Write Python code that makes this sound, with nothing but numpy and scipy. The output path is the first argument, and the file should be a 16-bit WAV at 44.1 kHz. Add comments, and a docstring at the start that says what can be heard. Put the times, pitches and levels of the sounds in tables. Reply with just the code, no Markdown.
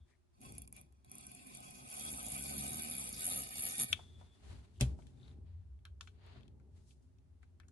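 """A long coil spring is drawn out of a rifle's steel tube: turns tick and rub, as clicks and noise into resonances.
Its end springs free and sings as noise-fed tones; the action is turned over, dropped on a towel-covered table
and prodded with a brass tip, in knocks of filtered noise bursts. Soft blows and leaning hands ring the table's
modes, grainy noise makes rustles and the tails of hard knocks, loose parts scratch in slips, faint tones hum.
A two-port microphone stands close, on the same table, in a quiet room with a short noise tail and steady air."""
import sys
import numpy as np
from scipy import signal
from scipy.fft import rfft, irfft, next_fast_len
from scipy.io import wavfile
from scipy.ndimage import uniform_filter1d

SR = 44100
rng = np.random.default_rng(int(sys.argv[2]) if len(sys.argv) > 2 else 0)


def unload_wav(signal):
    """Save mono or channel-first audio to the path in sys.argv[1] as 16-bit WAV at rate SR, clipped to [-1, 1]."""
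    wavfile.write(
        sys.argv[1],
        SR,
        np.round(np.clip(np.atleast_2d(signal).T, -1, 1) * 32767).astype(np.int16),
    )


N = 340011

# hands leaning on the table, through the first tugs until the long pull begins, and again after it:
# (time [s], murmur of the lowest modes [dB], broad rumble [dB])
LEANING = [
    [(0.0, -46.5, -83), (0.054, -66, -81), (0.14, -92, -85), (0.366, -88, -80.5), (0.484, -62, -54),
     (0.628, -54, -68), (0.818, -72, -66.5), (1.034, -67, -78), (1.1, -64, -65)],
    [(3.9, -52.5, -58.5), (4.084, -64, -66), (4.194, -58.5, -63.5), (4.33, -71, -73.5),
     (4.516, -50.5, -59.5), (4.668, -67, -67.5), (4.77, -58.5, -68), (4.88, -43, -50), (5.01, -58, -59),
     (5.22, -62, -63), (5.4, -57, -61), (5.6, -54.5, -79), (5.86, -58.5, -74), (6.3, -61.5, -69),
     (6.4, -62, -61), (7.03, -64, -72.5), (7.44, -65, -76), (7.71, -65, -69.5)],
]
# upper murmuring mode against the lower, in each of the two stretches: [dB]
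UPPER_MODE_DB = [-13, 0]
# table top: (frequency [Hz], relative level [dB], unloaded t60 [s])
TABLE_MODES = [(65.07, -10, 0.76), (83.3, -7, 0.42), (126.3, 1.5, 0.25), (198.5, -6.5, 0.16),
               (243.5, -7.5, 0.13), (363.6, -14.5, 0.25), (575, -18.5, 0.11), (794, -16.5, 0.13)]
# soft blows on the table: (time [s], relative level [dB])
THUDS = [(.01, -78), (4.811, -28.5), (4.822, -27.5), (4.988, -55), (5.386, -53), (6.36, -52.5)]

# rustles of towel and skin, and noisy tails after hard knocks:
# (start [s], loudest [s], end [s], dull part [dB], bright part [dB])
RUSTLE = [(0.0, 0.102, 0.25, -81, -85.5), (0.337, 0.346, 0.34, -64, -69),
          (3.947, 3.96, 4.276, -67.5, -69.5), (3.998, 4.2, 5.35, -76.5, -81.5),
          (4.359, 4.502, 4.78, -64.5, -73), (4.69, 4.775, 4.84, -88, -82), (4.8, 4.802, 4.956, -55.5, -60),
          (4.881, 5.001, 5.33, -80, -79.5), (5.04, 5.285, 5.47, -73.5, -82.5),
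          (5.434, 5.465, 5.93, -81, -99), (6.01, 6.03, 6.17, -76, -73), (6.08, 6.25, 6.5, -72, -94),
          (6.14, 6.31, 6.52, -71, -92), (6.2, 6.375, 6.54, -72, -92), (6.688, 6.776, 6.88, -78, -80.5),
          (6.787, 6.893, 7.03, -88.5, -75), (7.009, 7.026, 7.2, -95, -86), (7.413, 7.425, 7.56, -79.5, -90)]
RUSTLE_EDGE_DB = -28.5   # a rustle's start and end against its loudest moment
# dull part of the rustle: (frequency [Hz], relative density [dB per Hz])
TOWEL_SPECTRUM = [(240, -30), (400, 3.5), (523, -11), (630, -5.5), (1640, -11.5), (4470, -14), (5920, -34),
                  (6500, -25.5), (8450, -47), (14300, -120)]

# the spring's own ringing: (frequency [Hz], relative level [dB], t60 [s])
ROD_MODES = [(3340, -8, .1), (3450, 0, .12), (3530, -5, .04), (3650, -8, .04)]
# how strongly it sings: (time [s], level [dB])
ROD_QUIVER = [(0., -83), (.08, -97), (.1, -120), (3.92, -120), (3.95, -70), (4.2, -77.5), (4.39, -83),
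              (4.41, -120)]

# scratches of loose parts: (start [s], end [s], centre [Hz], level [dB])
SCRATCHES = [(0.048, 0.166, 1950, -82.5), (4.748, 4.794, 3220, -80), (5.209, 5.322, 3760, -78)]
# single ticks of a loose part: (time [s], relative level [dB])
SLIPS = [(5.1345, -74), (5.173, -68.5), (5.1972, -64.5), (5.2096, -64.5), (5.23, -58), (5.2404, -66),
         (5.2798, -63), (5.2893, -60.5), (5.3128, -62), (5.3474, -75)]
SLIP_HZ, SLIPS_PER_S = 3740, 400   # pitch of the single ticks; average rate of slips in a scratch

# how hard the spring drags in the tube, in two short tugs and one long pull: (time [s], drag [dB])
DRAG = [
    [(0.33, -99), (0.398, -83.5), (0.415, -64), (0.46, -58), (0.53, -65.5), (0.627, -73.5), (0.655, -80)],
    [(0.71, -105), (0.729, -79), (0.775, -62), (0.839, -84), (0.898, -99)],
    [(1.028, -108), (1.057, -80), (1.1, -79.5), (1.125, -63), (1.344, -63), (1.55, -58), (1.863, -58.5),
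     (1.905, -50.5), (2.078, -45), (2.2, -47.5), (2.394, -44), (2.75, -45), (3.0, -45), (3.14, -49.5),
     (3.24, -40), (3.346, -39.5), (3.472, -50.5), (3.666, -42.5), (3.764, -48), (3.815, -34),
     (3.855, -53.5), (3.924, -53)],
]
# turns that catch singly, and in a rattle as the end slips out: (time [s], relative level [dB])
CATCHES = [(0.406, -60), (0.415, -47.5), (0.4331, -54), (0.4615, -44), (0.499, -71), (0.522, -46),
           (0.551, -51), (0.5813, -35), (0.6187, -41), (0.6757, -48.5), (0.7259, -40), (0.765, -44),
           (0.8125, -50), (0.924, -64), (1.046, -53.5), (1.096, -52), (1.1154, -39.5), (1.153, -42.5),
           (1.1828, -42), (1.2095, -46), (1.237, -52), (1.2665, -37.5), (1.3157, -47), (1.3484, -45),
           (1.469, -46), (1.519, -53), (1.549, -39), (1.5714, -43), (1.6041, -44), (1.653, -63),
           (1.7072, -42), (2.1268, -38), (2.2643, -50), (2.321, -39), (3.092, -44), (3.128, -38),
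           (3.1654, -54), (3.5814, -33), (3.7816, -36.5), (3.792, -35), (3.7981, -25), (3.8047, -36),
           (3.8104, -34), (3.819, -26.5), (3.8275, -33), (3.8337, -33), (3.843, -34.5)]
# steady drawing, one tick per turn: (time [s], turns drawn past the lip [count])
DRAWN = [(1.8618, 0), (1.9401, 6), (2.0369, 13), (2.1292, 20), (2.1751, 23), (2.3192, 31), (2.4235, 38),
         (2.6804, 56), (2.9368, 76), (3.0401, 83), (3.0905, 86), (3.164, 88), (3.1803, 89), (3.2202, 92),
         (3.3454, 103), (3.435, 109), (3.4715, 110), (3.5265, 113), (3.5709, 116), (3.607, 119),
         (3.653, 122), (3.7205, 128), (3.7695, 131)]
TICK_DB = 16.5   # gain of a passing turn over the drag curve
# resonances of spring and tube: (frequency [Hz], width [Hz], relative level alike at both ports [dB],
# relative level opposed [dB], gain as the spring comes out [dB per s])
TUBE_TONES = [(732.6, 42, -12, -5, -3.5), (784, 46, -16, -19, 0.5), (1070, 34, -25, -10.5, -7),
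              (1260, 24, -23, -3, 0.5), (1524, 20, -16, -10, 0.5), (1858, 40, -29.5, -15.5, 9),
              (2283, 40, -18.5, -7, 2.5), (2431, 86, -11, -11, -3.5), (2643, 22, -13, -20.5, -3.5),
              (2850, 120, -19.5, -20.5, 4), (3090, 87, -19.5, -21.5, 2), (3362, 28, -8.5, -16.5, -2.5),
              (3580, 54, -18, -8, 2), (3715, 240, -17, -19.5, 3), (4400, 280, -20, -20, 0.5),
              (5930, 290, -22.5, -11.5, -1), (7497, 120, -7.5, -6.5, 0.5), (8460, 250, -6, -4, 0),
              (9000, 170, -9.5, 1, -2), (8800, 250, -4.5, 1, 2), (10040, 90, 0, -11, -0.5),
              (10460, 92, -1.5, -7.5, 1.5), (10757, 130, 2.5, -17.5, -1.5), (10730, 90, -3, -22, -3),
              (11150, 830, -0.5, -25, 3)]
TONE_PIVOT_S = 2.5   # moment when that gain is zero
# rasp between the resonances: (frequency [Hz], relative density [dB per Hz])
TUBE_BODY = [(240, -45.5), (400, -7), (511, -11), (722, -24), (1140, -29.5), (1800, -37.5), (2390, -21),
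             (3700, -12), (4060, -28.5), (4500, -13.5), (5300, -12.5), (6300, -8), (7100, -8.5),
             (8050, -22.5), (8700, -5.5), (9800, -2.5), (10500, -1), (11700, -2), (12100, -16),
             (12500, -45), (16200, -69), (22000, -120)]
# the rasp's two-port balance: (frequency [Hz], opposed minus alike [dB])
ACROSS = [(200, -3.5), (460, 3.5), (700, 7), (1050, 12), (1590, 12), (2390, 2.5), (3600, 1), (5420, -4),
          (6300, -3.5), (8160, 5), (9700, -2), (10600, -9.5), (12300, -27.5)]
# lower tube tones stand out more under a light drag: offset [dB] at the reference drag, slope [dB per dB]
LOWER_DB, LOWER_PER_DRAG, REFERENCE_DRAG_DB = 0.5, -0.31, -48
TREBLE_HZ = 6500   # edge between lower and treble tube tones
# pitch wander of the tones, below and above that edge: [share of pitch]
WANDER = [.008, .004]
# level flicker of the tones, below and above that edge: [dB]
FLICKER_DB = [3.5, 2.0]
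WANDER_PER_S = 3.0   # pace of the pitch wander as the contact moves
PATCHY_DB, PATCHES_PER_S = 4.5, 12   # the rasp changes colour from moment to moment
# shaking of the table under the pull: (time [s], relative level [dB])
SHAKE = [(0.33, -100), (0.42, -66), (0.6, -68), (0.83, -79), (0.98, -94), (1.14, -69), (1.8, -65.5),
         (2.13, -51), (2.3, -55), (2.55, -48.5), (2.81, -49.5), (3.08, -56.5), (3.38, -51.5), (3.55, -58.5),
         (3.8, -55.5), (3.92, -63.5)]
SHAKE_WAVERS_DB, DEEP_SHAKE_DB = 1, -4.5   # unevenness; the table's lowest modes against the shake curve
# rough push on the table while turns catch singly, and while they pass steadily: [relative amplitude]
GRIT = [.04, .011]

# metal knocks: (time [s], level [dB], centre [Hz], broad crack against the centre [dB],
# rattle against the crack [dB], rattle t60 [s], left over right [dB])
KNOCKS = [(3.927, -31, 3300, -7, -22, .02, 4), (3.931, -39.5, 750, -21, -8, 0.04, 7),
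          (3.9288, -13, 2950, -11, -7.5, 0.035, 3.5), (3.9292, -35, 1800, -16, 0, .03, 4),
          (3.991, -46, 760, -27, -2, 0.051, -1), (4.212, -50.5, 726, -18, -4, 0.14, 5),
          (4.809, -21.5, 3700, -2.5, -4.5, 0.1, 0.5), (4.8094, -23.5, 7900, -33, -23, .12, 3),
          (4.812, -37.5, 522, -22, -3, 0.17, 1), (4.989, -52, 786, -21.5, -5, 0.072, 3),
          (5.021, -63, 2412, -20.5, -10, .03, 7.5), (5.0682, -52, 4150, -7, -15, 0.12, 6),
          (5.79, -69, 2600, -15.5, -26.5, 0.049, 2.5), (5.852, -51, 1607, -19.5, -7.5, 0.084, 3),
          (5.8525, -44, 3540, -11, -20, 0.14, 2), (6.0078, -45, 1200, -16, -6, 0.07, 3),
          (6.0092, -34.5, 4030, -16, -17.5, 0.09, 3), (6.0736, -48.5, 1570, -17.5, -1, 0.04, 4),
          (6.073, -50.5, 3800, -23, -5, 0.077, 6), (6.2631, -59, 11070, 2, -23, 0.062, 0),
          (6.358, -60, 720, -25, -7, .06, -1), (6.4084, -59.5, 3620, -15, -21, 0.029, 3),
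          (6.4317, -56, 3400, -16.5, -19, 0.025, 6), (6.4794, -57.5, 3670, -15, -28.5, 0.023, 10.5),
          (6.5986, -67.5, 1597, -7.5, -8.5, 0.089, 8.5), (6.908, -61, 3400, -23.5, -11, 0.084, 4.5),
          (7.1848, -68, 4220, -25, -15, 0.039, 7), (7.4299, -59, 1600, -17, -6, 0.046, 2.5),
          (7.4293, -68.5, 7200, -20, -10.5, 0.047, 2), (7.6002, -52, 1690, -18, -13, 0.11, 6),
          (7.5998, -53, 3640, -11.5, -18.5, 0.073, 3.5), (7.632, -62.5, 1660, -26, -2, 0.11, 4),
          (7.6854, -61.5, 1560, -18, -12, 0.056, 6), (7.683, -58, 6700, -18.5, -17.5, 0.091, 2.5)]
# modes of the action: (frequency [Hz], relative level [dB], t60 [s])
ACTION_MODES = [(750, -8, 0.025), (1560, -3, .022), (1760, -8, .018), (2350, -14, .04), (2670, -6, .018),
                (3235, -7, 0.016), (3450, -7, 0.016), (3670, -6, 0.018), (4100, -8, 0.014),
                (4390, -8, 0.016), (6900, -4, .016), (7500, -5, 0.016), (8870, -4, .013)]
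TREBLE_T60_S = .03   # extra fading of the widest part of a crack

# faint tones that come and go: (start [s], end [s], frequency [Hz], level [dB])
HUMS = [(6.045, 6.843, 415, -82), (6.863, 7.8, 257.1, -77.5)]
# air of the room: (frequency [Hz], relative density [dB per Hz])
AIR_SPECTRUM = [(12, -66), (20, -14), (83, -5), (203, -37.5), (258, -15), (296, -44.5), (348, -14.5),
                (493, -54), (564, -29), (2420, -41.5), (11200, -47), (12500, -66), (16200, -95),
                (22000, -120)]
AIR_DB = -73.5
ROOM_T60_S, ROOM_DB = .18, -18
RUMBLE_CUT_HZ, TOP_STOP_HZ = 42, 12850   # low cut; edge above which the top is gone


def amp(db):
    """Decibels to gain."""
    return 10 ** (np.asarray(db) / 20)


def rms_one(x):
    """Scale to rms 1."""
    return x / np.sqrt(np.mean(x ** 2) + 1e-20)


def padded(x):
    """Fill up with silence to the full length."""
    return np.pad(x, (0, N - len(x)))


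def in_time(rows, outside=None):
    """Columns of a curve table at every sample."""
    s, *columns = np.transpose(rows)
    return [np.interp(np.arange(N) / SR, s, c, outside, outside) for c in columns]


def stretches(tables):
    """Gains of level curves that sound in separate stretches, smoothed at the ends."""
    gains = np.sum([amp(in_time(rows, outside=-200)) for rows in tables], axis=0)
    return uniform_filter1d(gains, size=400) + 1e-12


def at_hz(points, hz):
    """Read a spectrum on a log-frequency axis."""
    table_hz, db = np.transpose(points)
    return np.interp(np.log(hz + 1), np.log(table_hz + 1), db)


def colour(x, points):
    """Shape a steady sound by a spectrum."""
    size = next_fast_len(N)
    gain = amp(at_hz(points, np.fft.rfftfreq(size, 1 / SR)))
    return irfft(rfft(x, size) * gain, size)[..., :N]


def band(x, low_hz, high_hz):
    """Gentle band-pass."""
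    return signal.sosfilt(signal.butter(2, [low_hz, high_hz], "band", fs=SR, output="sos"), x)


def drift(rate, size=N):
    """Slow chance, spread 1, drawn at every 32nd sample."""
    r = np.exp(-64 * np.pi * rate / SR)
    noise = rng.standard_normal(size // 32 + 1002)
    slow = signal.lfilter([1], [1, -2 * r, r * r], noise)[1000:]   # skip the filter's start
    return np.interp(np.arange(size) / 32, np.arange(len(slow)), rms_one(slow))


def ring(force, hz, t60):
    """A unit click sets a sine of height 1 ringing and dying away."""
    r, w = amp(-60 / (t60 * SR)), 2 * np.pi * hz / SR
    return signal.lfilter([0, np.sin(w)], [1, -2 * r * np.cos(w), r * r], force + 1e-18)


def clicks(times, gains):
    """A click train."""
    out = np.zeros(N)
    np.add.at(out, np.clip((np.asarray(times) * SR).astype(int), 0, N - 1), gains)
    return out


def smear(train, t60):
    """Each click becomes a short dying burst of chatter."""
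    envelope = signal.lfilter([1], [1, -amp(-60 / (t60 * SR))], np.abs(train))
    return envelope * rng.choice([-1, 1], N)


def table(force, damping):
    """The table top's modes ring; a load lying on it shortens them."""
    return sum(amp(db) * ring(force, hz, t60 / damping) for hz, db, t60 in TABLE_MODES)


def leaning():
    """Tremor of the hands keeps the two lowest table modes murmuring over a broad rumble."""
    murmur, rumble = stretches(LEANING)
    upper_gain = murmur * amp(np.where(np.arange(N) / SR < LEANING[1][0][0], *UPPER_MODE_DB))
    lower, upper = (rms_one(ring(rng.standard_normal(N), hz, 0.48)) for hz in (67., 87.))
    broad = rms_one(table(band(rng.standard_normal((2, N)), 88, 700), damping=5.4))
    alike = murmur * lower + upper_gain * upper + rumble * broad[0]
    low_across = rms_one(band(rng.standard_normal(N), 40, 120))
    across = amp(-5.5) * rumble * broad[1] + amp(-10.5) * upper_gain * low_across
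    return alike * amp([[.7], [-.7]]) + across * [[1], [-1]]


def rustle():
    """Rustles and knock tails in fine grains; the two ports hear unrelated noise under the same swells."""
    swells = []
    for start, top, end, dull_db, bright_db in RUSTLE:
        edge = (dull_db + RUSTLE_EDGE_DB, bright_db + RUSTLE_EDGE_DB)
        swells.append([(start, *edge), (top, dull_db, bright_db), (end, *edge)])
    dull, bright = stretches(swells)
    grains = rng.standard_normal((2, 2, N)) * amp(1.2 * drift(25))
    low = dull * rms_one(colour(grains[0], TOWEL_SPECTRUM))
    high = bright * rms_one(band(grains[1], 3600, 10000))
    return (low + high) * amp([[4.0], [1.5]])


def rod():
    """The spring sings roughly, noise feeding its modes: a trace at first, then more once it is free."""
    sung = sum(amp(db) * rms_one(ring(rng.standard_normal(N), hz, t60)) for hz, db, t60 in ROD_MODES)
    return amp(in_time(ROD_QUIVER)[0]) * sung * amp([[1.5], [-1.5]])


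def air():
    """Steady noise of the room's air, its own at each port."""
    return amp(AIR_DB) * rms_one(colour(rng.standard_normal((2, N)), AIR_SPECTRUM))


def thuds():
    """Blows softened by the towel set the table's modes ringing."""
    s, db = np.transpose(THUDS)
    soft = band(clicks(s, amp(db) * (-1) ** np.arange(len(s))), 37, 520)
    return table(soft, damping=1.43) * amp([[.5], [-.5]])


def scratches():
    """Quick uneven slips around the scratch's pitch, the clearest ticking singly, nearer the left port."""
    t = np.arange(N) / SR
    slips = smear((rng.random(N) < SLIPS_PER_S / SR) * amp(3.0 * rng.standard_normal(N)), .015)
    s, db = np.transpose(SLIPS)
    out = amp(11.5) * band(smear(clicks(s, amp(db)), 0.014), SLIP_HZ / 1.07, SLIP_HZ * 1.04)
    for start, end, hz, db in SCRATCHES:
        swell = np.sin(np.pi * np.clip((t - start) / (end - start), 0, 1)) ** .5
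        narrow = band(band(slips, hz / 1.2, hz * 1.2), hz / 1.2, hz * 1.2)
        out = out + amp(db) * swell * rms_one(narrow)
    return out * amp([[4.0], [-4.0]])


def spring():
    """Turns tick over the lip and rub in the tube; both ring the steel and shake the table."""
    rub_db = np.max([in_time(rows, outside=-100)[0] for rows in DRAG], axis=0)
    t = np.arange(N) / SR
    pulled = (t > DRAG[0][0][0]) & (t < DRAG[-1][-1][0])
    s, turns = np.transpose(DRAWN)
    passing = clicks(np.interp(np.arange(turns[-1] + 1), turns, s), 0.39)
    uneven = amp(1.1 * rng.standard_normal(N))
    mid, side = tube(contact_force(rub_db, passing * uneven, pulled))
    alike, across = table_shake(passing, uneven, pulled)
    return (mid + alike + (side + across) * [[1], [-1]]) * amp([[-.1], [.1]])


def contact_force(rub_db, passing, pulled):
    """Rubbing noise and chattering ticks; one part reaches the ports alike, an unrelated one opposed."""
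    ticks = passing * amp(rub_db + TICK_DB)
    # lesser turns touch the wall at random between the ticks
    touch_db = 2.0 * np.minimum(rng.exponential(1, N), 2) + rub_db - 10.0
    touches = (rng.random(N) < 200 / SR) * amp(touch_db) * pulled
    s, db = np.transpose(CATCHES)
    contacts = ticks + touches + clicks(s, amp(db))
    rub = rng.standard_normal((2, N)) * amp(rub_db - 7.5 + 1.0 * drift(60)) * pulled
    chatter = np.array([.75 * smear(contacts, .007) for _ in rub])
    chatter[0] += 2.2 * contacts   # the snap that starts each tick
    # thin wire carries the ticks as treble; the tube's lower tones hear more of the rubbing, and coarser
    low, high = (signal.butter(3, 6200, kind, fs=SR, output="sos") for kind in ("low", "high"))
    lower_gain = amp(LOWER_DB + LOWER_PER_DRAG * (rub_db - REFERENCE_DRAG_DB))
    coarse = amp(7.5 + 0.86 * drift(45)) * rub + 0.18 * chatter
    return signal.sosfilt(high, rub + chatter) + lower_gain * signal.sosfilt(low, coarse)


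def tube(force):
    """The contact rasps broadly and rings the resonances of spring and tube, alike (mid) and opposed (side)."""
    mid, side = amp(3.5) * colour(force, TUBE_BODY)
    side, end = colour(side, ACROSS), 4 * SR
    mid[:end], side[:end] = amp(-2.0) * patchy(np.array([mid[:end], side[:end]]))
    out_s = np.maximum(np.arange(end) / SR - TONE_PIVOT_S, -1.3)
    for k, (hz, width, alike_db, opposed_db, gain_db) in enumerate(TUBE_TONES):
        treble = int(hz > TREBLE_HZ)
        # only treble tones alternate in sign, which leaves dark gaps between the lower ones
        peak = sliding_peak(force[:, :end], hz, width) * (-1) ** (k * treble)
        peak *= amp(13.5 + gain_db * out_s + FLICKER_DB[treble] * drift(15, size=end))
        mid[:end] += amp(alike_db) * peak[0]
        side[:end] += amp(opposed_db) * peak[1]
    return mid, side


def patchy(x):
    """Bands under half an octave wide, each swelling and fading on its own."""
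    edges = np.geomspace(300, 14000, 13)
    return sum((-1) ** k * band(x, low, high) * amp(PATCHY_DB * drift(PATCHES_PER_S, size=x.shape[1]))
               for k, (low, high) in enumerate(zip(edges, edges[1:])))


def sliding_peak(force, hz, width):
    """A resonance whose centre wanders, stepped in short blocks."""
    out, state, r = np.zeros_like(force), np.zeros((2, 2)), np.exp(-np.pi * width / SR)
    centre = hz * (1 + WANDER[int(hz > TREBLE_HZ)] * drift(WANDER_PER_S, size=force.shape[1]))
    feed = [(1 - r * r) / 2, 0, -(1 - r * r) / 2]
    for i in range(0, force.shape[1], 1600):
        poles = [1, -2 * r * np.cos(2 * np.pi * centre[i] / SR), r * r]
        out[:, i:i + 1600], state = signal.lfilter(feed, poles, force[:, i:i + 1600], zi=state)
    return out


def table_shake(passing, uneven, pulled):
    """Each turn also pushes the table softly, so the bass hums at the ticking rate and its multiples."""
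    shake_db = in_time(SHAKE)[0] + SHAKE_WAVERS_DB * drift(6.0)
    grit = np.where(np.arange(N) / SR < DRAWN[0][0], *GRIT) * rng.standard_normal((2, N))
    push = passing * uneven ** 0.35 + clicks(np.transpose(CATCHES)[0], 0.95) + grit[0]
    push_across = np.roll(passing, 60) + 4.7 * grit[1]

    def shaken(force, low_hz, high_hz, damping, db):
        """Table modes rung by one band of the push."""
        rung = table(band(force[:4 * SR], low_hz, high_hz), damping)
        return rms_one(padded(rung)) * amp(shake_db + db) * pulled

    alike = shaken(push, 150, 330, 2.4, 0) + shaken(push, 49, 130, 9.0, DEEP_SHAKE_DB)
    return alike, shaken(push_across, 200, 600, 13.0, -6.0)


def knocks():
    """A dry crack and a dying rattle around the knock's pitch, faintly coloured by the action's modes."""
    out = np.zeros((2, N))
    strength = rng.normal(0, 3, (len(KNOCKS), len(ACTION_MODES)))
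    chatter = rng.standard_normal((len(KNOCKS), 3, SR // 6))
    t = np.arange(SR // 6) / SR
    dulling = amp(-60 * t / TREBLE_T60_S)
    for row, each, noise in zip(KNOCKS, strength, chatter):
        s, db, centre_hz, broad_db, rattle_db, rattle_t60, pan_db = row
        decay = amp(-60 * t / 0.0073) + amp(rattle_db - 60 * t / rattle_t60)   # crack, rattle
        shape = np.clip(t / 0.00061, 0, 1) * decay
        force = (noise[:2] + 0.17 * noise[2]) * shape   # partly alike at the two ports
        near = band(force, centre_hz / 1.45, min(centre_hz * 1.45, .45 * SR))
        broad = band(force, centre_hz / 1.7, min(centre_hz * 3.3, 12000))
        widest = band(force * dulling, centre_hz / 25.0, min(centre_hz * 10.0, 12000))
        sound = near + amp(broad_db) * (broad + widest)
        for (hz, mode_db, t60), own_db in zip(ACTION_MODES, each):
            sound = sound + amp(mode_db + own_db - 23) * ring(near, hz, t60)
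        sound = sound / np.abs(sound).max()
        at = round(s * SR)
        port_gain = amp(db + np.array([[pan_db / 2], [-pan_db / 2]]))
        out[:, at:at + len(t)] += (port_gain * sound)[:, :N - at]
    return out


def hums():
    """Faint, slightly rough tones in the background: noise-fed resonances, faded in and out."""
    t, out = np.arange(N) / SR, 0
    for start, end, hz, db in HUMS:
        fade = np.clip(np.minimum(t - start, end - t) / 0.059, 0, 1)
        out = out + amp(db) * rms_one(ring(rng.standard_normal(N), hz, 0.97)) * fade
    return out


def room(x):
    """A short diffuse tail of dying noise, its own on each side."""
    t = np.arange(SR // 2) / SR
    decay = amp(-60 * t / ROOM_T60_S) * np.clip(t / 0.0014, 0, 1)
    tail = band(rng.standard_normal((2, len(t))), 260, 18000) * decay
    tail = tail / np.sqrt(np.sum(tail ** 2) / 2)
    return amp(ROOM_DB) * signal.fftconvolve(x, tail, axes=1)[:, :N]


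def scene():
    """Everything on the table, in the room's air; only the metal gets the room's tail."""
    metal = spring() + knocks() + scratches() + rod()
    return metal + room(metal) + thuds() + leaning() + rustle() + hums() + air()


def record(dry):
    """The deepest rumble is thinned, the top is cut steeply."""
    thinned = signal.sosfilt(signal.butter(3, RUMBLE_CUT_HZ, "high", fs=SR, output="sos"), dry)
    return signal.sosfilt(signal.cheby2(14, 70, TOP_STOP_HZ, fs=SR, output="sos"), thinned)


dry = scene()
out = record(dry)
unload_wav(out)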